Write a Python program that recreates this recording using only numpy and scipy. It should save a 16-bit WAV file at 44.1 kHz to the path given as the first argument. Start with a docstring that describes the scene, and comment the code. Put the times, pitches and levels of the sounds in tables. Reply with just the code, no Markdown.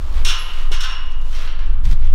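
"""In a barn, a steel tube gate is swung shut. Its hanging chain slaps the bars in two ringing bursts,
then rattles more dully as the gate slows at the post. Boots scuff the dirt floor among small clicks,
and moving air rumbles on the microphone. Chain, boots and air are shaped noise; the tubes and one
lone link are decaying sines. The barn adds a diffuse tail to chain, tubes and boots."""
import sys
import numpy as np
from scipy import signal
from scipy.fft import rfft, irfft, next_fast_len
from scipy.io import wavfile

SR = 44100
rng = np.random.default_rng(int(sys.argv[2]) if len(sys.argv) > 2 else 0)


def transcribe(signal):
    """Save signal, clipped to [-1, 1], as a 16-bit WAV file at the path in sys.argv[1]."""
    frames = np.atleast_2d(signal).T
    limited = np.clip(frames, -1, 1)
    pcm = np.round(limited * 32767).astype(np.int16)
    wavfile.write(sys.argv[1], SR, pcm)


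N = 94726
T = np.arange(N) / SR

# the chain strikes the bars: (t/s, clatter level/dB, tube ring level/dB, treble/dB)
STRIKES = [(0.2494, -25, -23, 10), (0.2700, -33.5, -35, 12.5), (0.2841, -24, -22.5, 5.5),
           (0.297, -29, -46, 6), (0.331, -38, -46, -14), (0.3742, -45, -54, 3), (0.486, -36.5, -43, -18),
           (0.5850, -40, -49, -12), (0.7173, -27, -29, 1), (0.737, -32, -50, 3.5), (0.8057, -30.5, -39, 8),
           (0.834, -25, -32.5, -2.5), (0.896, -29, -28, -12), (0.976, -60, -42, -24),
           (1.0554, -57.5, -62, 9), (1.111, -60, -54, 13)]


def from_db(db):
    """Decibels to gain."""
    return 10 ** (np.asarray(db) / 20)


def rms_one(x):
    """Scale to rms 1."""
    return x / np.sqrt(np.mean(x ** 2) + 1e-20)


def at_hz(points, hz):
    """Read a table on a log-frequency axis."""
    f, v = np.transpose(points)
    return np.interp(np.log(np.maximum(hz, 1)), np.log(f), v)


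def level(rows):
    """Gain over time, straight lines in dB between (t/s, level/dB) rows."""
    return from_db(np.interp(T, *np.transpose(rows)))


def noise(spectrum):
    """Noise coloured by (f/Hz, level/dB) rows, rms 1, nothing below 4 Hz."""
    size = next_fast_len(N)
    hz = np.arange(size // 2 + 1) * SR / size
    white = rfft(rng.standard_normal(size))
    coloured = white * from_db(at_hz(spectrum, hz)) * (hz > 4)
    return rms_one(irfft(coloured, size)[:N])


def band_noise(hz, q, size):
    """White noise through a single resonance."""
    return signal.lfilter(*signal.iirpeak(hz, q, fs=SR), rng.standard_normal(size))


def dying(t, t60):
    """Exponential decay, falling 60 dB in t60 seconds."""
    return np.exp(-np.log(1000) * t / t60)


def swell(s, db, length):
    """A bell-shaped rise and fall of gain; length is its standard deviation in seconds."""
    return from_db(db) * np.exp(-.5 * ((T - s) / length) ** 2)


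def add(out, s, x):
    """Mix x into out from time s."""
    i = int(np.clip(s * SR, 0, N - 1))
    out[i:i + len(x)] += x[:N - i]


def shelf(x, treble_db):
    """Raise or lower the treble with a second-order shelf."""
    treble_hz = 4180
    root = from_db(treble_db / 2)
    w = 2 * SR * np.tan(np.pi * treble_hz / SR)  # prewarped for the bilinear transform
    above = [root ** 2, np.sqrt(2) * root * w, w * w]
    below = [1, np.sqrt(2) * w, w * w]
    return signal.lfilter(*signal.bilinear(above, below, SR), x)


def barn(x, wet_db):
    """Direct sound plus a diffuse tail: noise bands that each die at their own rate."""
    # reverberation of the barn: (f/Hz, t60/s)
    barn_t60 = [(300, 0.2), (1200, 0.99), (3000, 0.84), (6000, 0.36), (14000, 0.13)]
    build_s = 0.0042
    t, tail = T[:SR], 0
    edges = np.geomspace(100, 18000, 13)
    for lo, hi in zip(edges, edges[1:]):
        band_pass = signal.butter(2, [lo, hi], "band", fs=SR, output="sos")
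        band = signal.sosfilt(band_pass, rng.standard_normal(SR))
        tail = tail + band * dying(t, at_hz(barn_t60, np.sqrt(lo * hi)))
    tail = tail * (1 - np.exp(-t / build_s))
    tail = tail / np.sqrt(np.sum(tail ** 2))
    return x + from_db(wet_db) * signal.fftconvolve(x, tail)[:N]


def background_air():
    """The barn's background air: coloured noise with a drifting level."""
    # colour of the air: (f/Hz, level/dB)
    air = [(100, 9), (200, -1), (400, 1.5), (700, -0.5), (1200, 3), (2000, -10.5), (3200, -10), (6000, -31),
           (10000, -29.5), (15000, -53)]
    # its course: (t/s, level/dB)
    air_level = [(0, -42.5), (.2, -40), (.6, -45), (1.1, -47.5), (1.5, -44), (1.8, -47), (2.15, -48)]
    return noise(air) * level(air_level)


def wind():
    """Air sways slowly against the microphone, buffets it most at the start and end, and thumps it."""
    # slow air at the microphone: (f/Hz, level/dB), and its course: (t/s, level/dB)
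    sway_colour = [(6, -12.5), (11, -10.5), (15, 14), (20, -13), (35, -18.5), (55, -33), (90, -51.5),
                   (160, -51), (400, -84.5)]
    sway_level = [(0, -22), (.25, -5.5), (.4, -14.5), (.72, -6), (.93, -19), (1.1, -11.5), (1.5, -14),
                  (1.7, -10), (2.15, -5)]
    # buffeting, a little higher: (f/Hz, level/dB), and its course: (t/s, level/dB)
    buffet_colour = [(15, -11), (35, 13.5), (70, -1), (110, -23), (200, -34), (400, -43), (900, -88.5)]
    buffet_level = [(0, -17), (.12, -19), (.23, -17.5), (.31, -40), (.7, -31.5), (1.02, -31.5), (1.2, -27),
                    (1.55, -27), (1.68, -18), (1.82, -17), (1.925, -13.5), (1.97, -22), (2.15, -13)]
    # colour of a gust: (f/Hz, level/dB)
    gust_colour = [(30, -20), (70, -5.5), (120, -2.5), (200, -17), (320, -30.5), (800, -66)]
    # gusts thump the microphone: (t/s at the peak, level/dB, length/s)
    gust_times = [(0.244, -38.5, 0.023), (0.267, -43, 0.016), (1.228, -46, 0.086), (1.825, -40, 0.048),
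                  (1.877, -32, 0.024), (1.934, -25.5, 0.013)]
    sway = noise(sway_colour)
    evened = rms_one(sway / (np.abs(signal.hilbert(sway)) + .5))  # envelope partly flattened
    gusts = noise(gust_colour) * sum(swell(*gust) for gust in gust_times)
    return evened * level(sway_level) + noise(buffet_colour) * level(buffet_level) + gusts


def boots_and_clicks():
    """Swells of grainy noise, long for scuffs and short for clicks; resonant noise thuds for heels."""
    # scuffs and clicks, with a bright chain jostle at the start and a short dry tick at 1.12 s:
    # (t/s at the peak, level/dB, length/s, treble/dB)
    scuffs_and_clicks = [(0.037, -56.5, 0.13, 11.5), (0.185, -41, 0.036, -2.5), (0.41, -51.5, 0.046, 9.5),
                         (0.585, -42, 0.072, 0), (1.12, -49, 0.00079, 10), (1.217, -61.5, 0.0078, 9.5),
                         (1.29, -58.5, 0.049, 13.5), (1.414, -39, 0.056, -1), (1.854, -44, 0.01, 5),
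                         (1.904, -43.5, 0.027, 3), (1.915, -36.5, .002, 0), (1.929, -39.5, 0.0043, 0),
                         (2.052, -45.5, 0.04, -12)]
    # colour shared by scuffs and clicks: (f/Hz, level/dB)
    scuff_colour = [(200, -14), (600, 0.5), (1400, 4), (3200, 4), (6000, -6), (10000, -15), (15000, -18)]
    # heels land: (t/s, level/dB, f/Hz)
    heels = [(.266, -39, 300), (.712, -32, 400), (1.44, -45, 380), (1.69, -45, 310), (2.092, -46, 600)]
    grain_db, heel_t60_s, heel_q = 2.5, .1, 3
    # a random level every 60 samples or so makes the noise grainy
    grain = np.interp(T, np.linspace(0, T[-1], N // 60), rng.standard_normal(N // 60))
    grainy = rms_one(noise(scuff_colour) * from_db(grain_db * grain))
    out = np.zeros(N)
    for s, db, length, treble_db in scuffs_and_clicks:
        out += swell(s, db, length) * shelf(grainy, treble_db)
    for s, db, hz in heels:
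        thud = rms_one(band_noise(hz, heel_q, SR // 2))
        add(out, s, from_db(db) * thud * dying(T[:SR // 2], heel_t60_s))
    return out


def ping():
    """One link rings alone, very high: a single decaying sine."""
    out = np.zeros(N)
    ping_s, ping_hz, ping_db, t60_s = .39, 11066, -38.5, 0.39
    add(out, ping_s, from_db(ping_db) * np.sin(2 * np.pi * ping_hz * T) * dying(T, t60_s))
    return out


def tubes():
    """The clear ring of the bars: every strike feeds energy into each mode, until the gate is braked."""
    # clear modes; each burst strikes another spot and so weighs them differently:
    # (f/Hz, level/dB in the first burst, level/dB in the second, t60/s)
    tube_modes = [(797, -28, -15, 1.0), (905, -20, -24, 1.4), (1034, -16, -9, 1.2), (1236, -14, -17, .95),
                  (1464, -12, -17, .5), (1864, -19, -22, 1.8), (2845, -6, -3, 1.2), (2880, -11, -8, 1.3),
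                  (2940, -8, -12, .9), (3381, -7, -10, .45), (3514, -7, -13, .38), (3810, -7, -11, .22),
                  (4400, -13, -19, .45), (5445, -13, -10, .48), (5520, -8, -11, .52), (8866, -25, -24, .35)]
    second_burst_s = .7
    damped_s, damped_t60_s = 1.3, .09  # extra damping from here on
    out = np.zeros(N)
    for hz, first_db, second_db, t60 in tube_modes:
        kicks = np.zeros(N)
        for s, _, ring_db, _ in STRIKES:
            mode_db = first_db if s < second_burst_s else second_db
            uneven_db = rng.standard_normal()
            add(kicks, s, from_db([ring_db + mode_db + uneven_db]) ** 2)
        # energy is amplitude squared, hence the doubled decay
        energy = signal.lfilter([1], [1, -dying(2 / SR, t60)], kicks)
        out += np.sqrt(energy) * np.sin(2 * np.pi * (hz * T + rng.random())) / 2
    return out * dying(np.maximum(T - damped_s, 0), damped_t60_s)


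def link_run():
    """Links follow each blow: a first touch and a dying run of lighter ones, unit energy in all."""
    touches_per_s, rattle_s, rattle_db = 450, 0.023, -8.5  # rattle_s: time to fall to 1/e
    t = T[:SR // 10]
    touched = rng.random(len(t)) < touches_per_s / SR
    run = touched * rng.standard_normal(len(t)) * from_db(rattle_db) * np.exp(-t / rattle_s)
    run[0] = 1
    return run / np.sqrt(np.sum(run ** 2))


def blows(rows, parts):
    """Each (t/s, level/dB, treble/dB) row rings the (noise, decay) parts afresh with a run of touches."""
    out = np.zeros(N)
    for s, db, treble_db in rows:
        i = rng.integers(N - SR // 2)  # another stretch of noise for every blow
        body = sum(band[i:i + len(decay)] * decay for band, decay in parts)
        rattled = signal.fftconvolve(body, link_run())
        add(out, s, from_db(db) * shelf(rattled, treble_db))
    return out


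def chain(count=16):
    """Every blow cracks and rings the links, whose crowded modes blur into dying bands; heard in the barn."""
    # slack links knock together without ringing the tubes: (t/s, level/dB, treble/dB)
    knock_rows = [(1.3285, -40, -5), (1.35, -42, 4.5), (1.3864, -49, 0), (1.4053, -42, -14),
                  (1.444, -44.5, -10), (1.476, -37.5, -20), (1.514, -54, -25), (1.5922, -41, -29),
                  (1.624, -46, -20), (1.6624, -51.5, -21), (2.0465, -47.5, -13)]
    # crowded modes of links and frame: (f/Hz, level/dB), and their decay: (f/Hz, t60/s)
    clatter = [(600, -39), (780, -12), (1050, -4), (1400, 4), (1900, -3), (2500, 0), (3200, 5),
               (4000, -0.5), (4900, -9.5), (5500, 0), (6400, -7.5), (8000, -17.5), (9000, -19.5),
               (10500, -39), (13000, -23), (15500, -31)]
    clatter_t60 = [(800, 0.65), (1400, 0.38), (3000, 0.22), (6000, 0.22), (14000, 0.047)]
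    # blurred resonances of the links: (f/Hz, width/Hz, level/dB, t60/s)
    link_rings = [(1064, 68, -18.5, 0.99), (2830, 180, -11, 0.65), (5456, 68, -16.5, 0.44),
                  (9100, 580, -17, 0.1), (13000, 240, -29, 0.11)]
    crack_t60_s, strike_crack_db, knock_crack_db = 0.0068, -1.5, 11.5
    knock_ring_db = -2.5  # against the link rings of a strike
    strike_barn_db, knock_barn_db = -8, -4

    t = T[:SR // 2]
    hz = np.arange(N // 2 + 1) * SR / N
    colour = rfft(noise(clatter))
    edges = np.geomspace(450, 17000, count + 1)
    bands = []
    for lo, hi in zip(edges, edges[1:]):
        band = irfft(colour * (hz >= lo) * (hz < hi), N)
        bands.append((band, dying(t, at_hz(clatter_t60, np.sqrt(lo * hi)))))
    rings = []
    for f, width, db, t60 in link_rings:
        rings.append((from_db(db) * rms_one(band_noise(f, f / width, N)), dying(t, t60)))
    softer_rings = [(from_db(knock_ring_db) * ring, decay) for ring, decay in rings]
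    crack, snap = noise(clatter), dying(t, crack_t60_s)

    strike_rows = [(s, db, treble_db) for s, db, _, treble_db in STRIKES]
    strikes = blows(strike_rows, bands + rings + [(from_db(strike_crack_db) * crack, snap)])
    knocks = blows(knock_rows, bands + softer_rings + [(from_db(knock_crack_db) * crack, snap)])
    return barn(strikes, strike_barn_db) + barn(knocks, knock_barn_db)


def scene():
    """Gate, boots and clicks in the barn, over background air and wind; the lone link is heard dry."""
    tube_barn_db, floor_barn_db = -10, -13.5
    gate = chain() + barn(tubes(), tube_barn_db) + ping()
    floor = barn(boots_and_clicks(), floor_barn_db)
    return (gate + floor + background_air() + wind())[None]


def record(dry):
    """The top is cut steeply by an elliptic low-pass."""
    cutoff_hz = 15700
    low_pass = signal.ellip(10, .2, 80, cutoff_hz, fs=SR, output="sos")  # ripple dB, stop-band dB
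    return signal.sosfilt(low_pass, dry)


dry = scene()
out = record(dry)
transcribe(out)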